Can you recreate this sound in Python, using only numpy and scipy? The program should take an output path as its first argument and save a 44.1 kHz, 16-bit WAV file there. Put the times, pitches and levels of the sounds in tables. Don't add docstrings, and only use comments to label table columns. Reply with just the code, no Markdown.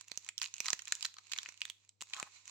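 import sys
import numpy as np
from scipy import signal
from scipy.fft import rfft, irfft
from scipy.io import wavfile

SR = 44100
rng = np.random.default_rng(int(sys.argv[2]) if len(sys.argv) > 2 else 0)


def log_audio(samples):
    frames = np.atleast_2d(samples).T
    limited = np.clip(frames, -1, 1)
    pcm = np.round(limited * 32767).astype(np.int16)
    wavfile.write(sys.argv[1], SR, pcm)


N = 110250


def from_db(db):
    return 10 ** (np.asarray(db) / 20)


def unit(x):
    return x / np.sqrt(np.mean(np.sum(x ** 2, axis=-1)) + 1e-24)


def panned(db):
    gains = from_db([[db / 2], [-db / 2]])
    return gains / np.sqrt(np.mean(gains ** 2))


def colour(x, points):
    size = 4096
    hz, db = np.transpose(points)
    gain = from_db(np.interp(np.log(np.fft.rfftfreq(size, 1 / SR) + 1), np.log(hz), db))
    cepstrum = irfft(np.log(gain))
    cepstrum[1:size // 2] *= 2
    cepstrum[size // 2 + 1:] = 0
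    response = irfft(np.exp(rfft(cepstrum)))[:size // 2]
    return signal.fftconvolve(x, response[None], axes=-1)[:, :x.shape[-1]]


def resonate(x, hz, q):
    return signal.lfilter(*signal.iirpeak(hz, max(q, 1), fs=SR), x)


def cut(x, hz, kind):
    return signal.lfilter(*signal.butter(2, hz, kind, fs=SR), x)


def add(out, time_s, sound):
    start = int(np.clip(time_s * SR, 0, N - 1))
    out[:, start:start + sound.shape[-1]] += sound[:, :N - start]


# (frequency [Hz], gain [dB])
AIR_COLOUR = [(25, -16), (150, -1), (400, -0.5), (1000, -11), (3000, -27.5), (16000, -33.5)]


def room_tone():
    air_db, hum_db, hum_hz = -88.5, -83, 99.8
    air = np.sqrt(N) * unit(colour(rng.standard_normal((2, N)), AIR_COLOUR))
    hum = np.sqrt(2) * np.sin(2 * np.pi * hum_hz * np.arange(N) / SR)
    return from_db(air_db) * air + from_db(hum_db) * panned(db=6.5) * hum


# (time [s], level [dB])
HANDLING_LEVEL = [(0, -61), (.055, -73), (.1, -67), (.22, -67), (0.279, -60), (0.33, -86), (.372, -80),
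                  (0.44, -55), (.52, -70), (0.659, -50), (.78, -65), (.845, -70), (0.888, -56), (.99, -61),
                  (1.042, -53), (1.13, -75), (1.28, -66), (1.38, -58), (1.5, -60), (1.55, -70), (1.68, -63),
                  (1.75, -86), (1.82, -74), (1.97, -92), (2.07, -70), (2.17, -54), (2.299, -66),
                  (2.36, -58), (2.439, -69), (2.5, -55)]
# (frequency [Hz], gain [dB])
CRACKLE_COLOUR = [(200, -19.5), (600, -20.5), (950, -4), (1600, -10), (2500, 1), (3200, -7.5), (4100, 0.5),
                  (5000, -6.5), (7200, 0.5), (8500, -14.5), (10000, -34.5), (15500, -31)]


def crackle():
    creases_per_s, spread_db, decay_s, grain_db = 90, 4, .00052, -2
    glide_start_s, glide_end_s = 2.23, 2.46
    t = np.arange(N) / SR
    level = from_db(np.interp(t, *np.transpose(HANDLING_LEVEL)))
    bending = (t < glide_start_s) | (t > glide_end_s)
    sizes = from_db(spread_db * np.minimum(rng.exponential(1, N), 2))
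    kicks = (rng.random(N) < creases_per_s / SR) * sizes * bending
    bursts = signal.lfilter([1], [1, -np.exp(-1 / (decay_s * SR))], kicks + 1e-18)
    quivers = bursts * (rng.standard_normal(N) + .7 * rng.standard_normal((2, N)))
    grains = unit(colour(quivers, CRACKLE_COLOUR))
    hiss = unit(colour(rng.standard_normal((2, N)), CRACKLE_COLOUR))
    return level * panned(db=-6) * np.sqrt(N) * (from_db(grain_db) * grains + hiss)


# (time [s], energy [dB], panel pitch [Hz],
# facet pitch [Hz], length [ms], left over right [dB], treble over body [dB])
CREASE_SNAPS = [(0.0106, -23, 870, 7200, 0.6, -5, 12), (0.0824, -28),
                (0.1166, -16, 2370, 4120, 0.67, -8, 4), (0.158, -34),
                (0.1747, -12, 2800, 6400, 0.087, -11.5, 43), (0.2471, -27.5, 3060, 7000, 0.13, -6, 28),
                (0.2892, -12.5, 2320, 7300, 0.96, -4, 5.5), (0.3797, -12.5, 3300, 5670, 0.6, -12.5, 28),
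                (0.388, -26.5), (0.3995, -28), (0.4166, -8.5, 1700, 3630, 0.8, -6, 3.5),
                (0.4238, -15, 2500, 5460, 1.1, 5, 4.5), (0.4298, -12, 2900, 6900, 0.4, -2, 14),
                (0.4338, -20, 2710, 5500, 0.77, -17, -8), (0.4422, -15.5, 2960, 4300, 0.37, -11, 2),
                (0.449, -27), (0.454, -20), (0.4591, -17.5, 2580, 3790, 0.77, -1.5, 5), (0.4737, -28),
                (0.5402, -15.5, 2870, 6900, 0.78, -5, 15), (0.558, -30), (0.5662, -27), (0.5817, -23),
                (0.6038, -8, 2500, 6300, 0.44, -7, 7), (0.6457, -23.5),
                (0.658, -11.5, 2230, 7020, 1.8, 0.5, 5.5), (0.665, -14, 1720.0, 5730, 0.8, -20.5, 10.5),
                (0.6833, -8.5, 1250, 4300, 1.1, -5, 7), (0.6858, -14, 1150, 3300, 1, -1, -6), (0.6955, -24),
                (0.7037, -6.5, 1000, 5400, 0.7, -6, 15), (0.7299, -12, 1240, 6200, 1.7, -21, 9),
                (0.7313, -4.5, 1750, 6930.0, 0.4, -1.5, 9.5), (0.7925, -18.5, 3040, 5930, 1, -11, 1.5),
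                (0.8204, -22.5), (0.8545, -25), (0.8735, -21, 2450, 3420, 1.4, -4, -6.5), (0.8807, -18.5),
                (0.9227, -2.5, 1846, 7000, 0.6, 0, 7), (0.9523, -17.5, 3030, 7400, 0.52, -9, 31),
                (1.009, -22), (1.0267, -11, 3300, 3800, 0.9, -6, 14), (1.0493, -10, 1630, 3400, 2.1, -3, 1),
                (1.053, -9, 1520, 3950, 0.7, -4, 7), (1.062, -20), (1.1413, -29.5),
                (1.1673, -29.5, 1057, 4200, 0.8, -2, -4), (1.1846, -23, 1030, 3970, 1.4, 1, -3),
                (1.269, -33), (1.3176, -15.5, 2750, 7000, 0.63, -0.5, 5),
                (1.3216, -13, 2500, 3180, 0.87, -10, 7), (1.3345, -10, 2540, 4000, 0.55, -5, 2),
                (1.3624, -20.5, 2440, 4300, 2.2, 2, -6), (1.3777, -21),
                (1.3865, -9.5, 1800, 3500, 0.9, -5, -2), (1.4314, -20.5),
                (1.4597, -18.5, 2450, 2600, 0.9, 1, -16), (1.4889, -20, 2550, 6000, 1.3, -7.0, 1),
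                (1.5757, -31.5), (1.6067, -28), (1.6171, -8.5, 2540, 2700, 0.5, -6, -1),
                (1.653, -16, 1900, 3500, 0.56, -4, 3), (1.6995, -15.5, 3300, 7200, 0.45, -6, 10),
                (1.8492, -43.5), (1.8922, -30.5, 3000, 7300, 0.7, -4, 24),
                (2.0088, -23, 2670, 7210, 0.7, -5, 3), (2.0154, -18.5, 2810, 7600, 0.42, -13, 3),
                (2.0218, -17.5, 1080.0, 5840, 0.79, 8, 9.5), (2.0347, -30), (2.099, -32),
                (2.1355, -11, 2520, 3400, 1.2, -1, -2), (2.145, -22),
                (2.1656, -23.5, 1080.0, 3340, 0.62, 5, -21), (2.1992, -12.5, 1140, 7200, 0.6, -4.5, 1.5),
                (2.2279, -16, 2500, 7950, 0.3, 0.5, 1), (2.4555, -31), (2.4781, -23)]
# (panel pitch [Hz],
# facet pitch [Hz], length [ms], left over right [dB], treble over body [dB])
LIGHT_SNAP_SHAPE = (2700, 7000, 0.7, -4.5, 9)
# (frequency [Hz], gain [dB])
SNAP_COLOUR = [(200, -28), (550, -27), (950, -9), (1800, -3.5), (2600, -3), (3200, -3.5), (4000, -0.5),
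               (5000, -3), (7200, -0.5), (8200, -7), (9700, -17), (15500, -24)]


def snaps():
    quiver_db, shared = 3.5, .66
    build_up, die_away = .65, 1.57
    panel_db, facet_db = 10, 8
    panel_width_hz, facet_width_hz = 340, 900
    treble_hz, travel_s = 3250, .0003
    lag_spread_s = .00007
    size, lead_s = 1024, .003
    out = np.zeros((2, N))
    t = (np.arange(size) - int(lead_s * SR)) / SR
    hz = np.fft.rfftfreq(size, 1 / SR)
    dispersion = np.exp(-4j * np.pi * travel_s * np.sqrt(treble_hz * hz))
    for time_s, db, *shape in CREASE_SNAPS:
        panel_hz, facet_hz, length_ms, pan_db, treble_db = shape or LIGHT_SNAP_SHAPE
        length_s = max(length_ms, .1) / 1000
        envelope = np.exp(-abs(t) / (length_s * np.where(t < 0, build_up, die_away)))
        common = np.sqrt(shared) * rng.standard_normal(size)
        separate = np.sqrt(1 - shared) * rng.standard_normal((2, size))
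        quiver = from_db(quiver_db) * length_ms * unit((common + separate) * envelope)
        click = colour((t == 0) + quiver, SNAP_COLOUR)
        panel = from_db(panel_db) * resonate(click, panel_hz, panel_hz / panel_width_hz)
        facet = from_db(facet_db) * resonate(click, facet_hz, facet_hz / facet_width_hz)
        wave = irfft(rfft(click + panel + facet) * dispersion)
        body = unit(cut(cut(wave, treble_hz, "low"), treble_hz, "low"))
        treble = unit(cut(cut(wave, treble_hz, "high"), treble_hz, "high"))
        left, right = body + from_db(treble_db) * treble
        lag = int(lag_spread_s * rng.standard_normal() * SR)
        snap = np.array([np.roll(unit(left), max(lag, 0)), np.roll(unit(right), max(-lag, 0))])
        add(out, time_s - lead_s, from_db(db) * panned(pan_db) * snap)
    return out


# (time [s], level [dB], left over right [dB])
PANEL_POPS = [(0.1175, -36, 28), (0.1751, -40, 14), (.6039, -33.5, -37), (.7315, -28.5, 26),
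              (0.9227, -37, 14.5), (1.487, -46.5, 16), (2.0209, -39, 27), (2.2284, -28.5, 24.5)]


def thumps():
    rise_s = .000096
    out = np.zeros((2, N))
    age = np.arange(SR // 20) / SR / rise_s
    puff = cut(age * np.exp(1 - age), hz=124, kind="high")
    for time_s, db, pan_db in PANEL_POPS:
        add(out, time_s, -from_db(db) * panned(pan_db) * puff)
    return out


# (peak time [s], half length [s], level [dB])
FINGER_DRAGS = [(0.289, 0.0088, -67.5), (0.687, 0.024, -59.5), (1.187, 0.014, -70.5), (2.19, 0.03, -52),
                (2.274, 0.0072, -58.5)]
# (frequency [Hz], gain [dB], Q)
PACK_MODES = [(840, -2, 33), (1081, -4, 6), (1230, -3, 20)]


def drags():
    t = np.arange(N) / SR
    swell = sum(from_db(db) * np.exp(-((t - peak_s) / half_s) ** 2 / 2)
                for peak_s, half_s, db in FINGER_DRAGS)
    friction = rng.standard_normal(N) + .24 * rng.standard_normal((2, N))
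    hollow = sum(from_db(db) * resonate(friction, hz, q) for hz, db, q in PACK_MODES)
    return swell * np.sqrt(N) * unit(cut(hollow, hz=750, kind="high"))


# (frequency [Hz], left over right [dB])
SIDE_BALANCE = [(600, 8), (1500, 2.5), (4000, -1), (6500, -3), (9000, 3.5), (13000, 0)]


def microphone_sides(film):
    left = colour(film[:1], [(hz, db / 2) for hz, db in SIDE_BALANCE])
    right = colour(film[1:], [(hz, -db / 2) for hz, db in SIDE_BALANCE])
    return np.vstack([left, right])


# (frequency [Hz], gain [dB])
REFLECTION_COLOUR = [(150, -13), (500, -8), (1000, -6), (2500, -3.5), (5000, -2), (7200, -4.5), (10000, -6),
                     (15000, 1.5)]


def reflections(direct):
    scatter_db, scatter_s, tail_db, t60_s = -8, .0057, -10, .34
    t = np.arange(SR // 2) / SR
    scatter = unit(rng.standard_normal((2, len(t))) * np.exp(-t / scatter_s) * (t > .001))
    tail = unit(rng.standard_normal((2, len(t))) * from_db(-60 * t / t60_s) * (t > .004))
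    blended = .59 * direct + .26 * direct[::-1]
    early = signal.fftconvolve(direct, from_db(scatter_db) * scatter, axes=-1)
    late = signal.fftconvolve(blended, from_db(tail_db) * tail, axes=-1)
    return colour((early + late)[:, :N], REFLECTION_COLOUR)


def scene():
    film = snaps() + crackle()
    pack = thumps() + drags()
    return microphone_sides(film) + pack + reflections(film + pack) + room_tone()


def record(dry):
    cutoff_hz = 16400
    return signal.sosfilt(signal.ellip(10, .2, 70, cutoff_hz, fs=SR, output="sos"), dry)


dry = scene()
out = record(dry)
log_audio(out)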